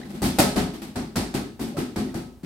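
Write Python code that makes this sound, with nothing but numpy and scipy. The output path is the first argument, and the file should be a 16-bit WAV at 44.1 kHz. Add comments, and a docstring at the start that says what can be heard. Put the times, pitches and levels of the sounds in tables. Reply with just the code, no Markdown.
"""A small, bare room, heard through a stereo pair far enough off that echo outweighs direct sound.
A big balloon on an elastic band is punched back and forth by hand. Each blow slaps the rubber,
shoves the air and rings the air inside; as the balloon springs off the hand its skin booms and
rustles. Between blows it shudders on the band and the rubber squeaks faintly over a low room drone."""
import sys
import numpy as np
from scipy import signal
from scipy.fft import rfft, irfft
from scipy.io import wavfile

SR = 44100
rng = np.random.default_rng(int(sys.argv[2]) if len(sys.argv) > 2 else 0)


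def int16_out(signal):
    """Quantize to a 16-bit WAV file."""
    q = np.round(np.clip(np.atleast_2d(signal).T, -1, 1) * 32767)
    wavfile.write(sys.argv[1], SR, q.astype(np.int16))


N = 108045
SIZE = 24576  # samples in one event with its tail
AGE = np.arange(SIZE) / SR


def undb(db):
    """Decibels to gain."""
    return 10 ** (np.asarray(db) / 20)


def unit(x):
    """Scale to an energy of one per channel."""
    return x / np.sqrt(np.mean(np.sum(x ** 2, axis=-1)))


def along(points, size, column=1):
    """A column of a table by frequency, read at every bin."""
    table = np.array(points, float)
    bin_hz = np.maximum(np.fft.rfftfreq(size, 1 / SR), 1)
    return np.interp(np.log(bin_hz), np.log(table[:, 0]), table[:, column])


def colour(x, points):
    """Minimum-phase filter shaped by rows of freq_hz, level_db."""
    cepstrum = irfft(np.log(undb(along(points, SIZE))))
    cepstrum[1:SIZE // 2] *= 2
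    cepstrum[SIZE // 2 + 1:] = 0
    return unit(irfft(rfft(x) * np.exp(rfft(cepstrum))))


def tilted(points, tilt_db):
    """Brighten or dull a spectrum by tilt_db per octave about 1 kHz."""
    return [(hz, db + tilt_db * np.log2(hz / 1000)) for hz, db in points]


def decay(decay_s):
    """Envelope that starts at once and dies away."""
    return np.exp(-AGE / decay_s)


def swell(peak_s):
    """Envelope that rises to a peak and dies away."""
    progress = AGE / peak_s
    return (progress * np.exp(1 - progress)) ** 5.3


def ring(modes):
    """Fading modes, with a random sign and about 2 Hz of detuning at every touch."""
    chance = rng.standard_normal((len(modes), 2))
    tone = np.zeros(SIZE)
    for (hz, db, t60_s), (sign, detune) in zip(modes, chance):
        envelope = undb(db - 60 * AGE / t60_s)
        tone += np.sign(sign) * envelope * np.sin(2 * np.pi * (hz + 2 * detune) * AGE)
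    return unit(tone)


def swing(hz, decay_s, delay_s=0):
    """A few quickly damped cycles, straight from the balloon."""
    age = np.maximum(AGE - delay_s, 0)
    return unit(-np.sin(2 * np.pi * hz * age) * np.exp(-age / decay_s))


def place(out, start_s, *layers):
    """Mix in (sound, level_db) layers; each level holds for the energy spread over 1/20 s."""
    fade_out = np.minimum(1, 10 * (AGE[-1] - AGE))
    event = sum(undb(db) * unit(x) for x, db in layers) * np.sqrt(SR / 20) * fade_out
    start = round(start_s * SR)
    first, last = max(start, 0), min(start + SIZE, N)
    out[:, first:last] += event[:, first - start:last - start]


# The empty room at the microphones: freq_hz, level_db
ROOM_TONE = [(20, -32), (35, -24), (52, 4.5), (100, 1.5), (250, -15.5), (500, -12.5), (2000, -31),
             (8000, -34.5), (16000, -35)]
def room_tone(level_db=-52):
    """Faint low drone and hiss, mostly common to both microphones."""
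    noise = .5 * rng.standard_normal((2, N)) + rng.standard_normal(N)
    drone = irfft(rfft(noise) * undb(along(ROOM_TONE, N)), N)
    return undb(level_db) * np.sqrt(N) * unit(drone)


# Reverberation of the bare walls: freq_hz, t60_s, left_right_correlation
REVERB = [(50, 0.29, 0.89), (144, 0.52, 1), (303, 0.49, 0.91), (710, 0.42, 0.48), (1200, 0.42, 0),
          (3930, 0.47, 0), (8400, 0.4, 0), (15000, 0.25, 0)]
def room(envelope, direct_db=-13.5, build_s=0.0005, uneven_s=0.044, grain=0.45):
    """A crowd of tiny clicks across the room: direct sound, uneven wall echoes, a diffuse tail."""
    filled = np.sqrt(np.cumsum(unit(envelope) ** 2)) * (1 - decay(build_s))
    click_sizes = np.exp(grain * np.repeat(rng.standard_normal(SIZE // 16), 16) - grain ** 2)
    uneven = 1 + (click_sizes - 1) * decay(uneven_s)
    mid, side = rfft(rng.standard_normal((2, SIZE)) * filled * uneven)
    alike = np.clip(along(REVERB, SIZE, column=2), 0, 1)
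    pair = mid * np.sqrt(1 + alike) + np.array([[1], [-1]]) * side * np.sqrt(1 - alike)
    band_hz, band_t60_s, _ = np.array(REVERB).T
    tail = np.zeros((2, SIZE))
    for weights, t60_s in zip(np.eye(len(REVERB)), band_t60_s):
        band = along(np.column_stack([band_hz, weights]), SIZE)
        tail += irfft(pair * band) * undb(-60 * AGE / t60_s)
    direct = unit(envelope * click_sizes * rng.standard_normal(SIZE))
    return unit(tail) + undb(direct_db) * direct


def echoed(tone):
    """A tone carried across the room to the microphones."""
    response = room(signal.unit_impulse(SIZE))
    return unit(signal.fftconvolve(response, tone[None], axes=1)[:, :SIZE])


# Faint squeaks of rubber: start_s, length_s, pitch_hz, level_db, overtone_db
SQUEAKS = [(0.014, 0.0055, 1710, -54.5, -16), (0.032, 0.0059, 1905, -52, -8),
           (1.739, 0.041, 578, -41.5, -26), (1.77, 0.013, 1314, -42.5, -16),
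           (2.088, 0.0098, 1890, -58, -20)]
def squeaks(out, pitch_scatter=0.037, room_db=-3.5):
    """Rubber sticks and slips unevenly for a moment."""
    for start_s, length_s, pitch_hz, level_db, overtone_db in SQUEAKS:
        wobble = np.repeat(rng.standard_normal(SIZE // 64), 64)
        phase = 2 * np.pi * np.cumsum(pitch_hz * (1 + pitch_scatter * wobble)) / SR
        envelope = np.sin(np.pi * np.minimum(AGE / length_s, 1))
        tone = envelope * (np.sin(phase) + undb(overtone_db) * np.sin(2 * phase))
        place(out, start_s, (unit(tone) + undb(room_db) * echoed(tone), level_db))


# Spectrum of the crinkling skin: freq_hz, level_db
RUSTLE = [(200, 3), (800, 8), (2000, 3.5), (3000, 2.5), (4500, 2), (6800, -4), (8400, -2), (10000, -4),
          (12000, 0), (15500, -11.5)]
def rustle(peak_s, tilt_db=0):
    """Rubber crinkles and slides."""
    return colour(room(swell(peak_s)), tilted(RUSTLE, tilt_db))


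# Modes of the stretched skin: pitch_hz, level_db, t60_s
SKIN_MODES = [(136.4, 0, 0.11), (168, -15, 0.21), (203.7, -0.5, 0.23), (222.1, 2, 0.2), (254.9, -1, 0.45),
              (284.3, -10.5, 0.077), (335.5, -7.5, 0.21), (367.2, -8, 0.24)]
# Its crowded modes, heard as noise: multiple_of_boom_hz, level_db
SKIN_NOISE = [(.3, -30.5), (.58, -7.5), (.85, 0.5), (1.08, 0), (1.5, -3), (1.95, -18), (4, -46)]
KNOCK_S = 0.0043  # decay of the first touch, in the skin and the air inside
def skin_boom(contact_s, boom_hz, touch_db=-3.5, noise_db=1.5, rebound_db=-6):
    """The skin swings at first touch and harder as it springs free."""
    push = undb(touch_db) * unit(decay(KNOCK_S)) + unit(swell(contact_s * 0.95))
    crowd = colour(room(push), [(boom_hz * multiple, db) for multiple, db in SKIN_NOISE])
    rebound = swing(boom_hz, decay_s=0.0045, delay_s=contact_s)
    return echoed(ring(SKIN_MODES)) + undb(noise_db) * crowd + undb(rebound_db) * rebound


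# Spectrum of the knock inside the balloon: freq_hz, level_db
KNOCK = [(150, -20.5), (350, 9.5), (480, -4.5), (620, 2.5), (800, 5), (1000, -6.5), (1450, -11),
         (2500, -13), (6000, -51)]
def knock(envelope):
    """The enclosed air answers a push with a hollow burst of noise."""
    return colour(room(envelope), KNOCK)


# The balloon between blows: start_s, peak_s, boom_db, rustle_db
SHUDDERS = [(.035, 0.0183, -37.5, -53), (0.086, .015, -37, -48), (0.129, 0.023, -32.5, -46),
            (0.342, 0.014, -45, -45), (0.729, 0.0097, -34.5, -44), (0.815, 0.0043, -36, -40.5),
            (0.861, .015, -41, -56), (1.665, 0.0136, -33.5, -48), (2.068, .015, -37, -54)]
def shudders(out, boom_hz=226, knock_below_boom_db=13):
    """The band tugs the balloon: a soft boom, knock and rustle with no slap."""
    for start_s, peak_s, boom_db, rustle_db in SHUDDERS:
        place(out, start_s,
              (knock(swell(peak_s)), boom_db - knock_below_boom_db),
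              (skin_boom(peak_s, boom_hz), boom_db),
              (rustle(peak_s), rustle_db))


# Spectrum of the shoved air: freq_hz, level_db
SHOVE = [(20, -26), (35, -21), (52, -15), (64, -1.5), (82, 1.5), (115, -4.5), (170, 0.5), (400, -62)]
# Low standing waves between the walls: pitch_hz, level_db, t60_s
STANDING_WAVES = [(52.4, -3, 0.64), (80.5, -7.5, 0.49)]
def air_shove(decay_s=0.0041, standing_db=-4):
    """The balloon shoves the air, and the low thud sets the room ringing."""
    thud = colour(room(decay(decay_s)), SHOVE)
    return thud + undb(standing_db) * ring(STANDING_WAVES)


# Modes of the enclosed air: pitch_hz, level_db, t60_s
AIR_MODES = [(412, -1.5, 0.45), (507, 1.5, 0.074), (550.8, -0.5, 0.19), (622.5, 1.5, 0.08),
             (666, -15, 0.27), (729, 4.5, 0.18), (812, -1, 0.16), (888, 0.5, 0.16), (1218, -17, 0.17),
             (1288, -9.5, 0.45), (1523, -1, 0.067)]
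def inner_ring(modes_db=-0.5, pop_db=-9.5):
    """A pressure pulse pops under the hand; the air inside knocks and rings."""
    pop = swing(hz=640, decay_s=0.00082)
    return knock(decay(KNOCK_S)) + undb(modes_db) * echoed(ring(AIR_MODES)) + undb(pop_db) * pop


# Spectrum of knuckles on rubber: freq_hz, level_db
SLAP = [(200, -3.5), (800, 8), (2000, 6), (3000, -0.5), (4500, 4.5), (6800, -1.5), (8400, 1.5),
        (10000, -1.5), (12000, -3.5), (15500, -10)]
def slap(tilt_db, decay_s=0.0065, tick_db=-18, tick_s=0.00032, tick_gap_s=0.01):
    """Rubber smacks the knuckles and ticks once more as it folds around the fingers."""
    tick_envelope = .5 * decay(tick_s) + np.exp(-np.abs(AGE - tick_gap_s) / tick_s)
    smack = room(decay(decay_s))
    ticks = unit(tick_envelope * rng.standard_normal(SIZE))
    return colour(smack + undb(tick_db) * ticks, tilted(SLAP, tilt_db))


# Punches, heard across the room; the first is already dying away at the start:
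# start_s, contact_s, shove_db, boom_db, boom_hz, ring_db, slap_db, rustle_db, tilt_db_per_octave
BLOWS = [(-.14, .02, -36, -23.5, 226, -30.5, -39, -33, 0),
         (0.2192, .024, -27.5, -19.5, 227, -28.5, -32, -28.5, 1.5),
         (0.3856, .009, -27, -17.5, 231, -18, -21.5, -22.5, 1.5),
         (0.5595, .018, -27.5, -19.5, 227, -26, -30.5, -29, -1),
         (.957, 0.027, -33.5, -26.5, 249, -35.5, -35, -44, -1.5),
         (1.157, 0.01376, -28.5, -23.5, 251, -31.5, -29, -34, 0),
         (1.34, 0.0086, -36, -24, 252, -34, -36, -33, -0.5),
         (1.594, 0.021, -42, -26.5, 247, -38, -44.5, -38, 1),
         (1.768, 0.019, -39, -23.5, 252, -36, -40, -35.5, -0.5),
         (1.96, .026, -36, -22, 249, -34, -37, -37.5, -1),
         (2.142, .020, -36, -28, 248, -37.5, -41.5, -43.5, 0),
         (2.432, .020, -51, -28, 240, -50.5, -51, -43, -1.5)]
def blows(out):
    """The hand meets the balloon, which springs off it after contact_s."""
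    for start_s, contact_s, shove_db, boom_db, boom_hz, ring_db, slap_db, rustle_db, tilt_db in BLOWS:
        place(out, start_s,
              (air_shove(), shove_db),
              (inner_ring(), ring_db),
              (skin_boom(contact_s, boom_hz), boom_db),
              (slap(tilt_db), slap_db),
              (rustle(contact_s, tilt_db), rustle_db))


def scene():
    """Blows, shudders and squeaks over the quiet room."""
    out = room_tone()
    blows(out)
    shudders(out)
    squeaks(out)
    return out


# Balance of the stereo pair: freq_hz, left_minus_right_db
MIC_BALANCE = [(60, 0.5), (200, 1.5), (1100, 1.5), (2200, 1), (4500, -2.5), (6500, -3), (8800, 6.5),
               (11500, -0.5), (15000, 0.5)]
def record(dry, low_cut_hz=25, high_cut_hz=15900):
    """The two microphones differ in colour; the deepest bass and the top are cut."""
    balance = undb(along(MIC_BALANCE, 2 * N) * np.array([[.5], [-.5]]))
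    pair = irfft(rfft(dry, 2 * N) * balance)[:, :N]
    low_cut = signal.butter(2, low_cut_hz, "high", fs=SR, output="sos")
    high_cut = signal.ellip(10, .2, 80, high_cut_hz, fs=SR, output="sos")
    return signal.sosfilt(high_cut, signal.sosfilt(low_cut, pair))


dry = scene()
out = record(dry)
int16_out(out)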